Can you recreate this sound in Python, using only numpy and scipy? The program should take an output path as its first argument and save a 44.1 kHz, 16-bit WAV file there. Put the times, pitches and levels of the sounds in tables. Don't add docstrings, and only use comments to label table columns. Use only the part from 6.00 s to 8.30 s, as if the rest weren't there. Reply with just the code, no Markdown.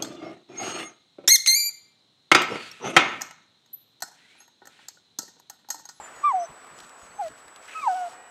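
import sys
import numpy as np
from scipy import signal
from scipy.fft import rfft, irfft, next_fast_len
from scipy.io import wavfile
from scipy.ndimage import uniform_filter1d, map_coordinates

SR = 44100
rng = np.random.default_rng(int(sys.argv[2]) if len(sys.argv) > 2 else 0)


def volts(x):
    e = np.asarray(x, float) / 20
    return 10 ** e


def to_wav(sig):
    pcm = np.clip(np.atleast_2d(sig), -1, 1) * 32767
    pcm = np.round(pcm).astype(np.int16)
    wavfile.write(sys.argv[1], SR, pcm.T)


N = 101429


def unit(x):
    return x / np.sqrt(np.mean(x ** 2) + 1e-20)


def along(points, hz):
    f, v = np.transpose(points)
    return np.interp(np.log(hz + 1), np.log(f + 1), v)


def curves(rows):
    s, *columns = np.transpose(rows)
    t = np.arange(N) / SR
    inside = (t >= s[0]) & (t <= s[-1])
    gate = uniform_filter1d(inside * 1., size=132)
    return [uniform_filter1d(np.interp(t, s, c), size=132) for c in columns] + [gate]


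def wobble(rate):
    knots = rng.standard_normal(int(N * rate / SR) + 4)
    return map_coordinates(knots, [np.arange(N) * rate / SR])


def filtered(x, response):
    m = next_fast_len(N + SR // 2)
    hz = np.fft.rfftfreq(m, 1 / SR)
    return irfft(rfft(x, m) * response(hz), m)[..., :N]


def rush(spectrum, patchy_db):
    z = signal.stft(rng.standard_normal(N), nperseg=512)[2]
    field = uniform_filter1d(rng.standard_normal(z.shape), size=6, axis=0)
    field = uniform_filter1d(field, size=8, axis=1)
    x = signal.istft(z * volts(patchy_db * unit(field)), nperseg=512)[1][:N]
    return unit(filtered(x, lambda hz: volts(along(spectrum, hz))))


def turns(hz):
    return 2 * np.pi * np.cumsum(hz) / SR


def whine(overtones, *notes):
    quiver_hz, quiver_db, breath_db = 2.5, .15, -32
    hz, db, second_db, gate = curves(sum(notes, []))
    phase = turns(hz + quiver_hz * wobble(70))
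    cap_db, cut_hz, *under_db = overtones
    upper = 0
    for order, under in enumerate(under_db, start=3):
        level = volts(np.minimum(second_db, cap_db) + under + 1.4 * wobble(45))
        throat = 1 / (1 + (order * hz / cut_hz) ** 12)
        upper = upper + level * throat * np.sin(order * phase)
    breath = 1 + volts(breath_db) * wobble(900)
    tone = volts(db + quiver_db * wobble(90)) * breath * np.sin(phase)
    second = volts(second_db + 1.3 * wobble(90)) * np.sin(2 * phase)
    return np.sqrt(2) * gate * (tone + second + upper)


def first_call():
    overtones = [-42, 7000, -14, -28, -34]
    # time in seconds, pitch in Hz, level in dB, second harmonic in dB.
    tail_note = [(0, 858, -31.5, -61), (.012, 798, -52.5, -59), (.03, 800, -60, -83.5)]
    high_note = [(.226, 1159, -50.5, -79), (.234, 1138, -36, -73), (.242, 1161, -20, -43),
                 (.248, 1192, -17.5, -41.5), (0.276, 1178, -17.5, -41.5), (.293, 1128, -19.5, -39.5),
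                 (0.304, 1070, -23, -46), (.319, 976.4, -23.5, -49.5), (0.331, 799, -32.5, -55)]
    low_note = [(.333, 785, -32, -62), (.344, 762, -20, -58), (.367, 742, -23, -60), (.405, 696, -28, -64),
                (.423, 692, -28, -66), (.447, 665, -34, -68), (.462, 645, -54, -72)]
    return whine(overtones, tail_note), whine(overtones, high_note, low_note)


def whistle():
    # time in seconds, pitch in Hz, level in dB.
    opening = [(0, 7370, -53), (.03, 7340, -50), (.052, 7160, -44.5), (.068, 7160, -49), (.085, 7190, -62),
               (.12, 6830, -66), (.18, 6870, -56.5), (.21, 6780, -56), (.255, 6950, -74.5)]
    sinking = [(.29, 6720, -87), (0.319, 6730, -59.5), (.35, 6250, -64.5), (.39, 5750, -65)]
    level_pipe = [(.388, 6020, -65), (.4, 6010, -45), (.44, 6080, -52.5), (0.46, 6160, -45),
                  (.47, 6100, -73), (.51, 6096, -73)]
    under_pipe = [(.4, 5240, -72), (.446, 5430, -53.5), (.462, 5600, -69)]
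    faint_pipe = [(.22, 5700, -74), (.245, 5640, -64), (.27, 5600, -68), (.29, 5620, -64), (.33, 5750, -70)]
    returning = [(.74, 7000, -70), (.775, 7170, -61), (.82, 6900, -69), (0.949, 7150, -71)]
    falling = [(.95, 7100, -72), (1.04, 6730, -59), (1.08, 6350, -70), (1.15, 6300, -71),
               (1.185, 6320, -59), (1.21, 6230, -72)]
    late_pipe = [(2.1, 1880, -70), (2.13, 1862, -60), (2.19, 1880, -61), (2.25, 1925, -60),
                 (2.29, 1915, -70)]
    # centre in seconds, pitch in Hz, peak in dB, half length in seconds.
    chirps = [
        (1.113, 4400, -58, .008),
        (1.655, 7400, -60, .015),
        (2.096, 5620, -55, .005),
        (.467, 5850, -56, .005),
        (1.878, 2720, -46, .005),
        (.012, 9260, -64, .014),
        (1.82, 3700, -50, .007),
        (.434, 10500, -56, .003),
        (.434, 9200, -58, .003),
    ]
    out, t = np.zeros(N), np.arange(N) / SR
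    tracks = [opening, sinking, level_pipe, under_pipe, faint_pipe, returning, falling, late_pipe]
    for number, rows in enumerate(tracks):
        hz, db, gate = curves(rows)
        phase = turns(hz * (1 + .002 * wobble(54)))
        tone = volts(db + 2.2 * wobble(79.1)) * np.sin(phase)
        if number == 0:
            tone += volts(-83 + 3 * wobble(30)) * np.sin(2 * phase)
        out += np.sqrt(2) * gate * tone
    for s, hz, db, half in chirps:
        out += volts(db) * np.exp(-((t - s) / half) ** 2) * np.sin(2 * np.pi * hz * t)
    return out


def wind():
    # frequency in Hz, level in dB per Hz.
    meadow = [(25, -55), (250, -10), (600, -4.5), (1300, -1.5), (2200, -11), (4000, -20.5), (9000, -27),
              (15500, -40)]
    # time in seconds, gain in dB.
    breeze = [(0, 3), (.5, 1), (1, -0.9), (1.3, -1.5), (1.6, -0.96), (2, 0.6), (2.3, -2.6)]
    # start in seconds, peak in dB.
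    thuds = [(0.0, -56.5), (0.164, -57), (0.49, -46), (0.715, -53), (0.779, -55), (0.829, -54.5),
             (1.024, -52), (1.089, -56), (1.125, -64), (1.155, -59), (1.239, -55), (1.292, -48.5),
             (1.453, -56), (1.81, -60)]
    thud_hz, thud_s, thud_db, buffet_db = 122.4, 0.017, -5, -73.5
    hum_db = -49.5 + curves(breeze)[0] + 0.45 * wobble(1.22) + 0.34 * wobble(8.4)
    hum = volts(hum_db) * rush(meadow, patchy_db=1.1)
    t = np.arange(N) / SR
    puffs = sum(volts(db + thud_db) * np.exp(-((t - s - thud_s) / thud_s) ** 2) for s, db in thuds)
    low = filtered(rng.standard_normal(N), lambda hz: np.exp(-np.log((hz + 1) / thud_hz) ** 2 / 1.97))
    return hum + (puffs + volts(buffet_db + 1.9 * wobble(20))) * unit(low)


def line_tone():
    line_hz, line_db = 7867.13, -56.5
    flips_per_s, first_flip_s, sharpness = 59.94, .0069, 8.6
    t = np.arange(N) / SR
    flips = np.tanh(sharpness * np.sin(np.pi * flips_per_s * (t - first_flip_s)))
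    return volts(line_db) * np.sqrt(2) * flips * np.sin(2 * np.pi * line_hz * t)


def field_echo(x):
    t60_s, delay_s, top_hz = 1.3, .02, 1700
    t = np.arange(SR) / SR
    tail = rng.standard_normal(SR) * volts(-60 * t / t60_s) * (t > delay_s)
    answer = signal.fftconvolve(x, tail / np.linalg.norm(tail))[:N]
    return filtered(answer, lambda hz: 1 / (1 + (hz / top_hz) ** 4))


def grass():
    # frequency in Hz, level in dB per Hz.
    blades = [(1500, -31), (2500, 5.5), (4000, 5), (7000, 5), (10000, -4.5), (13000, -11), (15500, -17.5)]
    # start in seconds, length in seconds, level in dB.
    swells = [
        (0.781, 0.087, -57.5),
        (0.98, 0.106, -62),
        (1.208, .09, -56),
        (1.37, .05, -61.5),
        (1.633, 0.52, -55.5),
        (1.786, 0.228, -63),
    ]
    # time in seconds, peak in dB, low part relative to it in
    # dB.
    stalk_ticks = [(0.162, -56.5, 9), (0.192, -56, -15), (0.387, -63, -17), (0.4326, -56, -20),
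                   (0.6478, -55.5, 0), (0.6693, -51, 0), (0.788, -56.5, 16), (0.803, -51, 11),
                   (0.8943, -50, 4.5), (1.2106, -45, -12), (1.282, -47, 3.5), (1.3208, -52.5, -2),
                   (1.481, -50.5, 5.5), (1.561, -52.5, 12), (1.819, -49, -8),
                   (.679, -57, -5), (.78, -60, 10), (.8394, -58, 4), (.8683, -58, -4), (1.0011, -58, -8),
                   (1.0216, -57, -8), (1.1583, -59, -8), (1.231, -57, -10), (1.459, -58, -8),
                   (1.568, -56, -8), (1.58, -57, -8), (1.6252, -58, -8)]
    now = np.arange(N) / SR
    boxes = sum(volts(db) * ((now > s) & (now < s + length)) for s, length, db in swells)
    swell = uniform_filter1d(boxes, size=round(0.054 * SR))
    crackle_db = 3.5 / (1 + 2 * (now > 1.75))
    rustle = swell * volts(crackle_db * wobble(300)) * rush(blades, patchy_db=1.5)

    high, low, t = np.zeros(N + SR), np.zeros(N + SR), np.arange(400) / SR
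    for s, peak_db, low_db in stalk_ticks:
        snap, body = rng.standard_normal((2, len(t)))
        start = round(s * SR)
        high[start:][:len(t)] += volts(peak_db + 6.5 - 60 * t / 0.0051) * snap
        low[start:][:len(t)] += volts(peak_db + low_db + 7.0 - 60 * t / 0.016) * body

    def bell(centre_hz, spread):
        return lambda hz: np.exp(-(np.log(hz + 1) - np.log(centre_hz)) ** 2 / spread)

    return rustle + filtered(high[:N], bell(9500, .13)) + filtered(low[:N], bell(3200, 0.76))


def second_call():
    overtones = [-58, 7000, 0, -20, -25]
    # time in seconds, pitch in Hz, level in dB, second harmonic in dB.
    note = [(1.18, 803, -61, -72), (1.188, 801, -39.5, -70), (1.198, 838, -26.5, -71),
            (1.211, 812.5, -27.5, -60), (1.222, 731, -28, -47), (1.234, 688, -32, -59),
            (1.264, 642, -32.5, -55), (1.277, 622, -35.5, -69), (1.291, 633, -48, -72)]
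    return whine(overtones, note)


def snuffle():
    # time in seconds, level in dB.
    breath = [(1.66, -72), (1.685, -55.5), (1.72, -47), (1.75, -51), (1.8, -51)]
    # frequency in Hz, width in Hz, level in dB.
    resonances = [(1550, 500, -4), (2600, 550, 0)]
    # centre in seconds, peak in dB.
    snort_rows = [
        (1.637, -48),
        (1.684, -42),
        (1.697, -42),
        (1.714, -46),
        (1.724, -46),
        (1.735, -43),
    ]

    def nose(f):
        total = 0
        for k, (c, w, d) in enumerate(resonances):
            total = total + (-1) ** k * volts(d) * 1j * f * w / (c * c - f * f + 1j * f * w)
        return total / (1 + (f / 4000) ** 3)

    t = np.arange(N) / SR
    db, gate = curves(breath)
    snorts = sum(volts(d) * np.exp(-((t - s) / .005) ** 2) for s, d in snort_rows)
    grains = volts(2.5 * wobble(500)) * rng.standard_normal(N)
    air = unit(filtered(grains, nose))
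    return (gate * volts(db + 1.0 * wobble(80)) + snorts / 2) * air


def third_call():
    overtones = [-44, 7000, -24, -32, -35]
    turned_overtones = [-44, 3100, -14, -13, -30]
    # time in seconds, pitch in Hz, level in dB, second harmonic in dB.
    high_note = [(1.746, 1273, -46, -64), (1.755, 1278, -35, -47), (1.766, 1285, -32.5, -43.5),
                 (1.792, 1274, -33.5, -42.5), (1.803, 1250, -39, -43.5), (1.814, 1264, -61, -48)]
    linger = [(1.811, 1275, -52, -75), (1.82, 1266, -39, -70), (1.84, 1262, -41, -70),
              (1.855, 1270, -50, -75), (1.875, 1270, -58, -80)]
    glide = [(1.815, 1217, -55, -51), (1.827, 1170, -37, -40), (1.837, 1141, -28, -44.5),
             (1.848, 1081, -30, -43), (1.858, 1045, -29.5, -63), (1.876, 910.3, -17, -54),
             (1.883, 819, -18, -37), (1.889, 758.7, -23, -38.5), (1.91, 746, -22, -42.5)]
    low_note = [(1.91, 741, -24, -38.5), (1.94, 712, -27.5, -58), (1.957, 754.4, -29, -44.5),
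                (2.0, 727.6, -31, -45), (2.021, 725.8, -28.5, -46), (2.052, 698.3, -31.5, -47),
                (2.069, 698, -34, -56), (2.083, 683, -36, -76), (2.092, 710, -54, -74)]
    away = whine(overtones, high_note)
    turned = whine(overtones, linger) + whine(turned_overtones, glide, low_note)
    return away, turned


def far_sheep():
    # time in seconds, pitch in Hz, level in dB.
    bleat = [(1.98, 500, -72), (2.02, 499, -62), (2.13, 494, -61), (2.2, 485, -61), (2.3, 483, -62)]
    # multiple of the pitch, level in dB.
    orders = [(1, -2), (1.5, 1), (3, -7), (4, -8), (5, -4), (6, -5)]
    hz, db, gate = curves(bleat)
    phase = turns(hz + 2.54 * wobble(25))
    return gate * sum(volts(db + d + 0.58 * wobble(26.3)) * np.sin(k * phase) for k, d in orders)


def scene():
    lean_db = .2
    tail, first = first_call()
    soft = tail + second_call()
    away, turned = third_call()
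    echo = field_echo(volts(-30) * (first + soft) + volts(-11) * away + volts(-20) * turned)
    leaning = (first + away + turned + echo) * volts([[-lean_db], [lean_db]])
    return leaning + soft + whistle() + wind() + grass() + snuffle() + far_sheep()


def band_limit(x):
    return signal.sosfilt(signal.butter(12, 15670, fs=SR, output="sos"), x)


def record(dry):
    # frequency in Hz, level in dB per Hz.
    side_colour = [(120, -48.5), (400, -7), (1200, -11), (3000, -7), (9000, -14), (12000, -9),
                   (15500, -12.5)]
    side = volts(-74) * rush(side_colour, patchy_db=-3.0)
    mix = dry + line_tone() + np.array([side, -side])
    mix = filtered(mix, lambda hz: hz < 15380)
    return band_limit(mix)


dry = scene()
out = record(dry)
to_wav(out)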